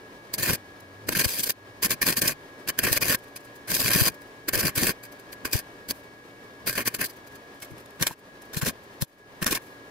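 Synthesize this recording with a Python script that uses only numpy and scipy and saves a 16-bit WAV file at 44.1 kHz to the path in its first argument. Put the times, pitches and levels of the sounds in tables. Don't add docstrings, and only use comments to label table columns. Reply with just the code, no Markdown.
import sys
import numpy as np
from scipy import signal
from scipy.fft import rfft, irfft, next_fast_len
from scipy.io import wavfile
from scipy.ndimage import uniform_filter1d

SR = 44100
rng = np.random.default_rng(int(sys.argv[2]) if len(sys.argv) > 2 else 0)


def master(y):
    cut = np.clip(np.atleast_2d(y).T, -1, 1)
    pcm = np.round(cut * 32767)
    wavfile.write(sys.argv[1], SR, pcm.astype(np.int16))


def field_ratio(decibels):
    return 10 ** (np.asarray(decibels, dtype=float) / 20)


N = 436590

# [t/s, fizz level/dB, length/ms, tube re fizz/dB]
STRIKES = [(0.384, -30, 68, -3), (0.43, -23, 4, -18.5), (1.124, -27, 13, -1), (1.822, -43, 100, 4),
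           (1.907, -22, 30, -4), (2.019, -23.5, 19, -4), (2.169, -22, 24.3, -6.5), (2.217, -26, 107, -2.5),
           (2.868, -26, 33, 2.5), (3.882, -28, 5.3, -10), (3.933, -22, 11, -20.5), (4.008, -21.5, 9.1, -5),
           (4.654, -23, 25, -6), (4.838, -33, 5.4, -2), (4.885, -29.5, 31.6, 1), (5.452, -33.5, 24, 3.5),
           (5.528, -27, 69, -3), (6.664, -36.5, 85, -0.5), (6.671, -23.5, 36.6, -4.5),
           (6.73, -33, 10, -15.5), (6.755, -31.5, 56, 1.5), (6.781, -28, 41.5, 3), (6.945, -31, 18, -4),
           (7.045, -27, 19.4, -21.5), (7.999, -40, 133, 2), (8.012, -30.5, 23, -1.5),
           (8.535, -36.5, 28, -1.5), (8.569, -30, 26.5, -6), (8.661, -28, 40, 0), (9.512, -24.5, 15, -15)]
# [end t/s, fizz level/dB, length/ms, tube re fizz/dB]
BUILDS = [(0.5, -26, 50, -1.5), (1.135, -37, 61, -2.5), (1.177, -25.5, 20, -4.5), (1.251, -23.5, 12, -3),
          (1.405, -24.5, 22, -12.5), (1.44, -20.5, 8.3, -15), (1.473, -26, 15.5, -7.5),
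          (1.502, -22.5, 9.6, -11), (2.294, -29, 11, 1), (2.7, -28, 22, 0), (2.899, -36, 120, 5),
          (2.936, -23.5, 18, -4.5), (2.974, -23.5, 12, -2), (2.977, -29, 71, -3), (3.031, -22.5, 19, -2.5),
          (3.148, -23.5, 104, -2), (3.718, -25.5, 21, -5), (3.752, -23.5, 15, -19), (3.769, -25, 66, -4.5),
          (3.816, -25, 31, -4), (3.889, -25, 107, -4.5), (3.906, -25.5, 4.8, 3), (4.084, -23, 107, -4),
          (4.489, -25.5, 5.8, -1), (4.554, -23.5, 20, -2.5), (4.607, -23.5, 28, -6),
          (5.912, -27.5, 23, -5.5), (6.88, -21.5, 21, -1.5), (8.688, -27, 39, -4.5), (9.43, -28.5, 9.8, 4)]
# [t/s, fizz level/dB, length/ms, tube re fizz/dB]
HOLDS = [(0.427, -29.5, 125, -3), (1.151, -36.5, 121, -7), (1.151, -30.5, 14, 0.5), (1.19, -23, 27, -2.5),
         (1.279, -31, 128, -9.5), (1.395, -39, 124, -13), (1.828, -24, 34, -5.5), (2.017, -36.5, 125, -0.5),
         (2.064, -24, 43, -4), (2.835, -25, 17.6, 0), (3.914, -25.5, 96, -2.5), (4.533, -32.5, 163.5, 1.5),
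         (4.757, -27.5, 152, -3.5), (6.991, -36.5, 57, 2.5), (9.462, -37, 112, 4.5)]
# [t/s, fizz level/dB, length/ms, tube re fizz/dB]
MORE_HOLDS = [(4.092, -43.5, 8.5, -3), (1.897, -36, 7, -4), (2.158, -41, 7, -4), (3.679, -38, 14, -1),
              (5.515, -42, 9, -11), (4.5, -53, 14, 8), (4.71, -64, 33, 15), (5.485, -57, 40, 8),
              (6.895, -54, 45, 4), (8.617, -33.5, 17.4, 2), (9.03, -49.5, 13, -10)]
# [t/s, fizz level/dB, tube re fizz/dB]
SPITS = [(0.339, -23.5, -10), (0.534, -26, -15.5), (1.088, -28.5, 1.5), (1.244, -22.5, -3.5),
         (1.434, -42.5, -22), (1.495, -24, -6), (2.126, -25.5, -6), (2.22, -22, -19), (2.255, -31, 1),
         (2.279, -17.5, -17), (2.688, -24, -7), (2.79, -22.5, -1), (2.925, -25, -24.5), (3.097, -23, -4),
         (3.363, -34.5, -6), (3.798, -21, -10), (3.86, -28, -9), (4.777, -22, -3), (4.872, -25, -1.5),
         (5.454, -29, -1.5), (5.532, -25, -48), (6.946, -33, 0), (7.013, -24.5, 2), (8.025, -21, -1),
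         (8.07, -22, -2), (9.021, -28.5, -9), (9.442, -44, 11), (9.467, -22.5, -2.5), (9.524, -22, -1),
         (9.552, -22.5, -19)]
# [t/s, level/dB]
EARLY_SNAPS = [(0.3403, -21), (0.4313, -33), (0.4623, -23), (0.491, -34), (0.497, -27), (0.507, -14),
               (0.5328, -15), (0.5425, -24.5), (1.0909, -11.5), (1.1324, -29), (1.179, -44), (1.1955, -31),
               (1.2128, -23), (1.2197, -24.5), (1.2454, -25), (1.254, -32), (1.2883, -35), (1.3095, -44),
               (1.3209, -35), (1.3943, -21), (1.477, -18), (1.8286, -18), (1.8344, -24), (1.8468, -13),
               (1.853, -33), (1.9139, -35), (2.0162, -15), (2.0209, -27), (2.0285, -15), (2.0683, -29),
               (2.078, -16), (2.0856, -15), (2.103, -29), (2.1264, -18.5), (2.171, -29), (2.1775, -26),
               (2.1906, -26), (2.2188, -35), (2.2237, -36), (2.2569, -24), (2.28, -28), (2.2836, -18),
               (2.6911, -19.5), (2.79, -12), (2.839, -16), (2.875, -34), (2.9287, -15), (2.9677, -31),
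               (2.9758, -18), (3.0305, -34), (3.0563, -17), (3.083, -16), (3.1018, -12), (3.107, -13),
               (3.117, -14), (3.125, -13), (3.131, -22), (3.1461, -38), (3.1505, -31), (3.7174, -25),
               (3.7428, -14.5), (3.7517, -25), (3.7702, -27), (3.8038, -21.5)]
LATE_SNAPS = [(3.816, -28.5), (3.8605, -12), (3.8803, -21.5), (3.907, -15), (3.9135, -15), (3.917, -19),
              (3.935, -27), (3.9404, -24), (3.9507, -34), (3.9654, -27), (3.989, -21), (4.01, -20),
              (4.0183, -23), (4.0363, -18), (4.063, -15), (4.0687, -24), (4.0783, -25.5), (4.0862, -29),
              (4.485, -34), (4.4917, -22.5), (4.543, -16), (4.555, -36), (4.559, -28), (4.5776, -34),
              (4.5928, -24), (4.612, -20), (4.629, -23), (4.6576, -24), (4.672, -14), (4.6817, -15),
              (4.7786, -31.5), (4.818, -27), (4.834, -20), (4.8438, -17), (4.8704, -19), (4.8938, -19),
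              (5.454, -32), (5.5323, -32), (5.5427, -33), (5.5787, -39), (5.909, -12), (6.6745, -35),
              (6.6968, -14), (6.729, -28), (6.7375, -34), (6.7787, -37), (6.8058, -23), (6.8769, -23),
              (6.9482, -19), (7.016, -30), (8.0263, -14), (8.0684, -15), (8.571, -23.5), (9.0212, -26),
              (9.4198, -36), (9.426, -20), (9.4443, -20), (9.4647, -25), (9.478, -17), (9.484, -26),
              (9.529, -23), (9.55, -29)]
# [t/s, fizz level/dB]
SPATTER = [(4.145, -51), (4.219, -53), (5.037, -42.5), (5.054, -44.5), (5.125, -48.5), (5.198, -49.5),
           (5.329, -41), (7.086, -50), (7.101, -42.5), (7.274, -49.5), (7.356, -49), (7.624, -39.5),
           (7.631, -42), (7.648, -47), (7.782, -52.5), (8.422, -52), (9.016, -33.5), (9.187, -66)]
# [10 dB rise/ms, 10 dB fall/ms, crack size/1]
STRIKE_EDGE = (3.2, 8.5, .1)
BUILD_EDGE = (5, 6.5, .1)
HOLD_EDGE = (4, 7, .1)
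SPIT_EDGE = (3.6, 10.7, 0.082)
SPATTER_EDGE = (6.1, 11, 0.36)
SNAP_EDGE = (.6, 2.2, .48)
# [f/Hz, density level/dB]
FIZZ = [(1410, -18.5), (2400, -11.5), (2740, -14), (3470, -0.5), (4710, -3), (5250, -2), (7070, -6),
        (12300, 0.5), (14400, -5.5)]
LOW_FIZZ = [(1410, -14), (2400, -19), (5000, -9), (8400, -9.5), (11900, -1), (15600, -11)]
TUBE = [(150, -14.5), (250, -4), (636, -7), (830, -17.5), (1080, -8), (1200, -12), (1550, -4), (1770, -3),
        (1960, -6), (2410, -9), (2900, -11.5), (3770, -16.5), (6380, -120)]
# [f/Hz, width/Hz, level above
# spectrum/dB]
RINGS = [(1100, 120, 4), (1594, 50, 6), (1814, 100, 5), (2160, 80, 4.5), (2440, 70, 6), (3027, 60, 4),
         (3600, 300, -6), (4010, 150, -4), (4750, 500, 5), (5400, 200, -4), (11800, 200, 3),
         (12520, 170, 5), (13970, 250, 5), (14650, 300, 5)]
LOW_RINGS = [(3500, 920, 10), (4200, 250, 5.5), (5600, 1100, 5.5), (7400, 520, 5), (12550, 400, -7)]
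# [f/Hz, phase/rad]
ARC_SAME = [(180, 0.98), (500, 0.99), (1000, 0.66), (1250, 0.25), (1600, 0.68), (2300, .66), (2750, 0.12),
            (3900, 0.11), (4600, 0.49), (5400, 0.13), (8300, 0.16), (10100, 0.096), (11000, 0.42),
            (13300, 0.2)]
ARC_PAN = [(150, 1.5), (700, 0.5), (1030, 6), (1370, -5.5), (2450, 6), (3000, 1.5), (4100, 1.5), (4650, 7),
           (5300, -1.5), (6550, 8.5), (7100, 3), (9100, 3), (11500, 0.5), (12500, -1.5), (13200, -4)]
ARC_LEAD = [(60, -0.5), (1000, 0.96), (1250, -3.5), (1600, 1.13), (4600, -0.56), (5300, 2.05), (8300, 0.2),
            (9000, 4.5), (11500, 4), (12500, 4.5), (15500, 9)]
# [t/s, level/dB, f/Hz]
PUFFS = [(0.432, -38, 137), (0.535, -33, 143), (1.171, -33, 158), (1.205, -33.5, 162), (1.263, -29, 100),
         (1.501, -45, 157), (1.859, -32.5, 195), (2.036, -40, 186), (2.183, -42, 220), (2.792, -39, 238),
         (2.918, -31.5, 119), (3.854, -32.5, 129), (3.96, -24.5, 162), (4.02, -20.5, 124),
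         (4.486, -38, 330), (4.573, -34, 120), (4.78, -30.5, 121), (4.827, -30, 174), (4.897, -33.5, 169),
         (5.555, -23.5, 115), (6.944, -52, 219), (7.707, -53, 150), (7.722, -44, 131), (7.742, -49, 160),
         (8.016, -31.5, 166), (8.068, -49, 224), (8.112, -45, 153), (8.574, -30, 121), (8.633, -27, 146),
         (9.028, -25.5, 127), (9.427, -31, 169), (9.47, -33, 229)]
# [middle t/s, level/dB]
FLUTTERS = [(0.404, -43.5), (0.502, -35), (1.098, -41.5), (1.396, -48), (1.923, -42.5), (2.094, -39),
            (2.239, -39), (2.297, -42.5), (2.69, -50), (2.854, -36), (3.024, -42.5), (3.096, -39.5),
            (3.72, -41.5), (3.803, -40), (3.898, -38.5), (4.075, -40), (4.556, -37), (4.656, -33),
            (4.835, -33), (5.462, -47), (5.901, -48.5), (6.685, -46), (6.779, -46.5), (6.871, -55),
            (7.011, -42.5), (7.721, -59), (8.677, -38), (9.515, -44.5)]
# [t/s, level/dB, rise/ms, fall/ms, f/Hz]
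KNOCK = [
    (7.631, -38, 6, 8, 2196),
    (7.706, -38, 1.5, 9, 340),
    (7.732, -41, 3, 6, 280),
    (7.745, -39, 1.5, 4, 320),
    (8.026, -24, 1, 3, 1950),
    (8.07, -30, 1, 5, 4200),
    (8.071, -29, 2, 5, 330),
    (8.111, -28, 1, 2.6, 960),
    (9.022, -35, 2.6, 3.1, 458),
    (9.444, -33, 1, 3, 1800),
]
# [t/s, level/dB, rise/ms, fall/ms]
SIZZLE = [
    (.807, -47, 4.9, 3),
    (4.121, -50, 2, 5),
    (5.96, -54, 44, 38),
    (7.17, -51, 8.6, 8.2),
    (7.603, -47, 2, 6.5),
    (7.861, -45, 3, 2),
    (7.909, -49, 4, 1.8),
    (9.642, -58, 42, 92),
]
# [t/s, level/dB]
TICKS = [(.736, -80), (2.602, -66), (3.19, -58), (3.241, -59), (3.285, -61), (3.409, -61), (3.452, -56),
         (3.562, -55), (4.277, -67), (4.37, -74), (6.0, -63), (6.04, -66), (7.135, -60), (7.325, -62),
         (7.549, -65), (7.712, -58), (7.805, -58), (7.959, -66), (8.194, -64), (8.457, -62), (8.839, -62),
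         (8.944, -67), (9.083, -70), (9.1, -72), (9.13, -72), (9.149, -75), (9.625, -59), (9.67, -59)]
# [f/Hz, density level/dB]
BEAD = [(3000, -9), (8000, -9.5), (12000, -4.5), (15600, -11)]
# [f/Hz, density level/dB]
AIR = [(15, -44), (25, -19), (55, -14.5), (250, -9.5), (390, -6), (850, -13.5), (1050, -10), (1480, -18),
       (1720, -12), (2050, -19), (5000, -27), (8000, -34), (11000, -34.5), (15600, -41)]
# [f/Hz, phase/rad]
AIR_SAME = [(60, 0.74), (180, 0.9), (550, 0.92), (1650, 0.22), (4970, 0.42), (15000, -0.22)]
AIR_PAN = [(60, -2.5), (180, 2.5), (550, -1), (1650, 2.5), (4970, 3.5), (15000, -3)]
AIR_LEAD = [(550, 0), (1650, 3), (4970, 5.5), (15000, 0)]
# [f/Hz, level/dB]
FAN = [(116, -64), (281, -61), (398, -67), (587, -64), (1599, -67), (1671, -55), (1884, -69), (2252, -65)]
# [t/s, level/dB]
FEED = [(0.55, -58), (.75, -63), (.95, -56), (1.08, -47), (1.2, -73), (1.55, -64), (1.62, -55), (1.8, -62),
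        (1.9, -68)]
# [t/s, level/dB]
SHADE = [
    (0, -0.5),
    (.6, 0),
    (5.5, 0.5),
    (7.4, -1.5),
    (8.7, -4),
    (9.9, -1),
]
# [t/s, depth/dB, recovery/(dB/s)]
DUCKS = [
    (1.51, 7, 47),
    (3.38, 2, 29),
    (8.12, 9.5, 53),
    (9.04, 14, 46.5),
]


def read(points, hz):
    f, value = np.transpose(points)
    return np.interp(np.log(hz + 1), np.log(f + 1), value)


def evened(x):
    return x / np.sqrt(np.mean(x ** 2) + 1e-20)


def drift(per_s, count):
    knot_rate = 400
    knots = rng.standard_normal((int(N / SR * knot_rate) + 2, count)).T
    knots = uniform_filter1d(knots, max(1, int(knot_rate / per_s)), axis=1)
    t = np.linspace(0, knots.shape[1] - 1, N)
    return np.array([evened(np.interp(t, np.arange(len(k)), k)) for k in knots])


def swell(s, db, rise_ms, fall_ms, bend=1):
    rise_ms, fall_ms = max(rise_ms, 1.), max(fall_ms, 1.)
    start = max(0, int(s * SR - 6 * rise_ms * SR / 1000))
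    stop = min(N, int(s * SR + 6 * fall_ms * SR / 1000))
    ms = (np.arange(start, stop) / SR - s) * 1000
    away = np.where(ms < 0, -ms / rise_ms, ms / fall_ms)
    return slice(start, start + len(ms)), field_ratio(db - 10 * away ** bend), ms


def causal(db):
    log_gain = np.log(field_ratio(np.maximum(db, -100)))
    full = np.concatenate([log_gain, log_gain[-2:0:-1]])
    return np.exp(log_gain - 1j * signal.hilbert(full).imag[:len(db)])


def ports(drive, db, same, pan, lead, alike):
    size = 2 * next_fast_len(N // 2 + 4096)
    hz = np.fft.rfftfreq(size, 1 / SR)
    gain = causal(db(hz))
    gain = gain / np.sqrt(np.mean(abs(gain) ** 2))
    direct, twin = rfft(drive, size) * gain
    share = abs(read(same, hz))
    alike = np.clip(np.maximum(alike, share), .01, 1)
    bounce_s = 0.0011
    bounce = 2.2 * np.sqrt(1 - share / alike) * np.sin(2 * np.pi * hz * bounce_s)
    right = alike * np.exp(1j * (read(lead, hz) + bounce)) * direct
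    right = right + np.sqrt(1 - alike ** 2) * twin
    tilt = field_ratio(read(pan, hz) / 2)
    return irfft(np.array([direct * tilt, right / tilt]), size)[:, :N]


def ringing(spectrum, rings):
    def db(hz):
        peaks = sum(db / (1 + (2 * (hz - f) / width) ** 2) for f, width, db in rings)
        return read(spectrum, hz) + peaks
    return db


def flare(s, db, length_ms, slope_db, edge):
    at = slice(int((s - .05) * SR), int((s + length_ms / 1000 + .06) * SR))
    ms = (np.arange(at.start, at.stop) / SR - s) * 1000
    rise, fall = np.clip([-ms / edge[0], (ms - length_ms) / edge[1]], 0, None) ** 1.4
    body = slope_db * np.clip(ms / max(length_ms, 1), 0, 1)
    return at, field_ratio(db + body - 10 * (rise + fall))


def burns():
    sag_db = 8
    snap_db, snap_ring_db, spatter_ring_db = -11, -2, -3
    rows = []

    def burn(crack_s, ring_db, edge, s, db, length_ms=0, slope_db=0):
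        rows.append((crack_s, edge[2], ring_db, *flare(s, db, length_ms, slope_db, edge)))

    for s, db, ms, ring_db in STRIKES:
        burn(s, ring_db, STRIKE_EDGE, s, db, ms, -sag_db)
    for s, db, ms, ring_db in BUILDS:
        burn(s, ring_db, BUILD_EDGE, s - ms / 1000, db - sag_db, ms, sag_db)
    for s, db, ms, ring_db in HOLDS + MORE_HOLDS:
        burn(s, ring_db, HOLD_EDGE, s, db, ms)
    for s, db, ring_db in SPITS:
        burn(s, ring_db, SPIT_EDGE, s, db)
    for s, db in EARLY_SNAPS + LATE_SNAPS:
        burn(s, snap_ring_db, SNAP_EDGE, s, db + snap_db)
    for s, db in SPATTER:
        burn(s, spatter_ring_db, SPATTER_EDGE, s, db)
    return rows


def shifting(x):
    z = signal.stft(x, nperseg=256)[2]
    patches = rng.standard_normal(z.shape[1:][::-1]).T
    patches = uniform_filter1d(patches, size=2, axis=0)
    patches = evened(uniform_filter1d(patches, size=10, axis=1))
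    return signal.istft(z * field_ratio(2 * patches), nperseg=256)[1][:, :N]


def arc():
    fizz_power, tube_power, cracks = np.zeros((3, N))
    for s, crack, ring_db, at, level in burns():
        fizz_power[at] += level ** 2
        tube_power[at] += (level * field_ratio(ring_db)) ** 2
        cracks[int(s * SR)] = crack
    spark_size = field_ratio(2.7 * np.minimum(rng.exponential(1, N), 3))
    snaps = spark_size * (rng.random(N) < 300 / SR) + 6 * cracks
    hiss = signal.lfilter([1], [1, -np.exp(-1 / (.0013 * SR))], snaps)
    ripple_hz = 117 + 3 * drift(11.2, count=1)[0]
    ripple = np.sin(2 * np.pi * np.cumsum(ripple_hz) / SR)
    noise = rng.standard_normal((N, 2)).T * (1 + 0.36 * hiss) * field_ratio(0.8 * ripple)
    drive = evened(noise - 1.8 * snaps)
    sputter = field_ratio(0.92 * drift(150, count=2))
    sparks = drive * sputter[0] * np.sqrt(fizz_power)
    tube_drive = drive * sputter[1] * np.sqrt(tube_power)
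    low_seam = np.arange(N) > 7.5 * SR
    paths = ARC_SAME, ARC_PAN, ARC_LEAD
    out = field_ratio(0.83) * ports(sparks * ~low_seam, ringing(FIZZ, RINGS), *paths, 0.5)
    out += field_ratio(0.73) * ports(sparks * low_seam, ringing(LOW_FIZZ, LOW_RINGS), *paths, 0.5)
    out += field_ratio(-2.13) * ports(tube_drive, ringing(TUBE, RINGS), *paths, 0.8)
    hum = ripple * np.sqrt(uniform_filter1d(tube_power, size=900).clip(0))
    return shifting(out) + field_ratio([[-14], [-18]]) * hum


def pool():
    out, wander = np.zeros((2, N)), drift(60, count=2)
    band = signal.butter(2, [48, 400], "bandpass", fs=SR, output="sos")
    flutter = evened(signal.sosfilt(band, rng.standard_normal((N, 2)).T))
    flutter[1] = .6 * flutter[0] + .8 * flutter[1]
    thuds = [(s, db, 5.3, 4.7, hz) for s, db, hz in PUFFS]
    thuds += [(s, db, 24.1, 24.1, 176.2) for s, db in FLUTTERS]
    for s, db, rise_ms, fall_ms, hz in thuds:
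        at, level, ms = swell(s, db, rise_ms, fall_ms, bend=1.08)
        pan_db = max(0.053 * (250 - hz), 0)
        pitch = hz * np.exp(-.12 * np.tanh(ms / 12) + 0.12 * wander[0, at])
        turns = np.cumsum(pitch) / SR
        turns += .97 - turns[np.argmax(level)]
        lag = 0.043 * pan_db * (.7 + .5 * rng.random() + .15 * wander[1, at])
        clean = np.exp(-((rise_ms + fall_ms) / 45) ** 2)
        push = np.sqrt(2 * clean) * np.sin(2 * np.pi * np.array([turns, turns - lag]))
        gas = push + np.sqrt(1 - clean) * flutter[:, at]
        out[:, at] += level * gas * field_ratio([[pan_db / 2], [-pan_db / 2]])
    return field_ratio(7.0) * out


def knock():
    out = np.zeros(N)
    for *shape, hz in KNOCK:
        at, level, ms = swell(*shape)
        out[at] += level * np.sin(2 * np.pi * hz * ms / 1000)
    return out


def bead():
    power = np.zeros(N)
    flakes = [(s, db + 6.5, 10, 11) for s, db in TICKS]
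    for row in SIZZLE + flakes:
        at, level, _ = swell(*row)
        power[at] += level ** 2
    hiss = rng.standard_normal((N, 2)).T * np.sqrt(power)
    return ports(hiss, ringing(BEAD, []), ARC_SAME, ARC_PAN, ARC_LEAD, 0.8)


def tone(hz, width, lead):
    waver = drift(13.8, count=2)
    angle = 2 * np.pi * np.cumsum(hz + width * waver[0]) / SR
    return np.sqrt(2) * field_ratio(1.8 * waver[1]) * np.sin([angle + lead, angle])


def workshop():
    t = np.arange(N) / SR
    noise = rng.standard_normal((N, 2)).T * field_ratio(drift(25, count=1))
    air = ringing(AIR, [(13950, 500, 5.2)])
    wash = field_ratio(-48.33) * ports(noise, air, AIR_SAME, AIR_PAN, AIR_LEAD, 0.23)
    fan = sum(field_ratio(db) * tone(hz, hz / 1000, min(hz / 750, 1.6)) for hz, db in FAN)
    shade = field_ratio(np.interp(t, *np.transpose(SHADE)))
    feed = field_ratio(np.interp(t, *np.transpose(FEED), -99, -99)) * tone(100, 5.2, 0.1)
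    return wash + fan * shade + feed


def scene():
    t = np.arange(N) / SR
    dip_db = sum(np.clip(db - rate * (t - s), 0, db) * (t > s) for s, db, rate in DUCKS)
    background = workshop() / field_ratio(uniform_filter1d(dip_db, size=600))
    return arc() + pool() + knock() + bead() + background


def low_pass(x):
    return signal.sosfilt(signal.butter(12, 16800, fs=SR, output="sos"), x)


def record(dry):
    soft = 1.3 * np.tanh(dry / 1.3)
    lowpass = signal.firwin(301, 15760, window=("kaiser", 6), fs=SR)
    edge = field_ratio(-44) * signal.unit_impulse(301, "mid") + lowpass
    return low_pass(signal.oaconvolve(soft, edge[None], "same"))


dry = scene()
out = record(dry)
master(out)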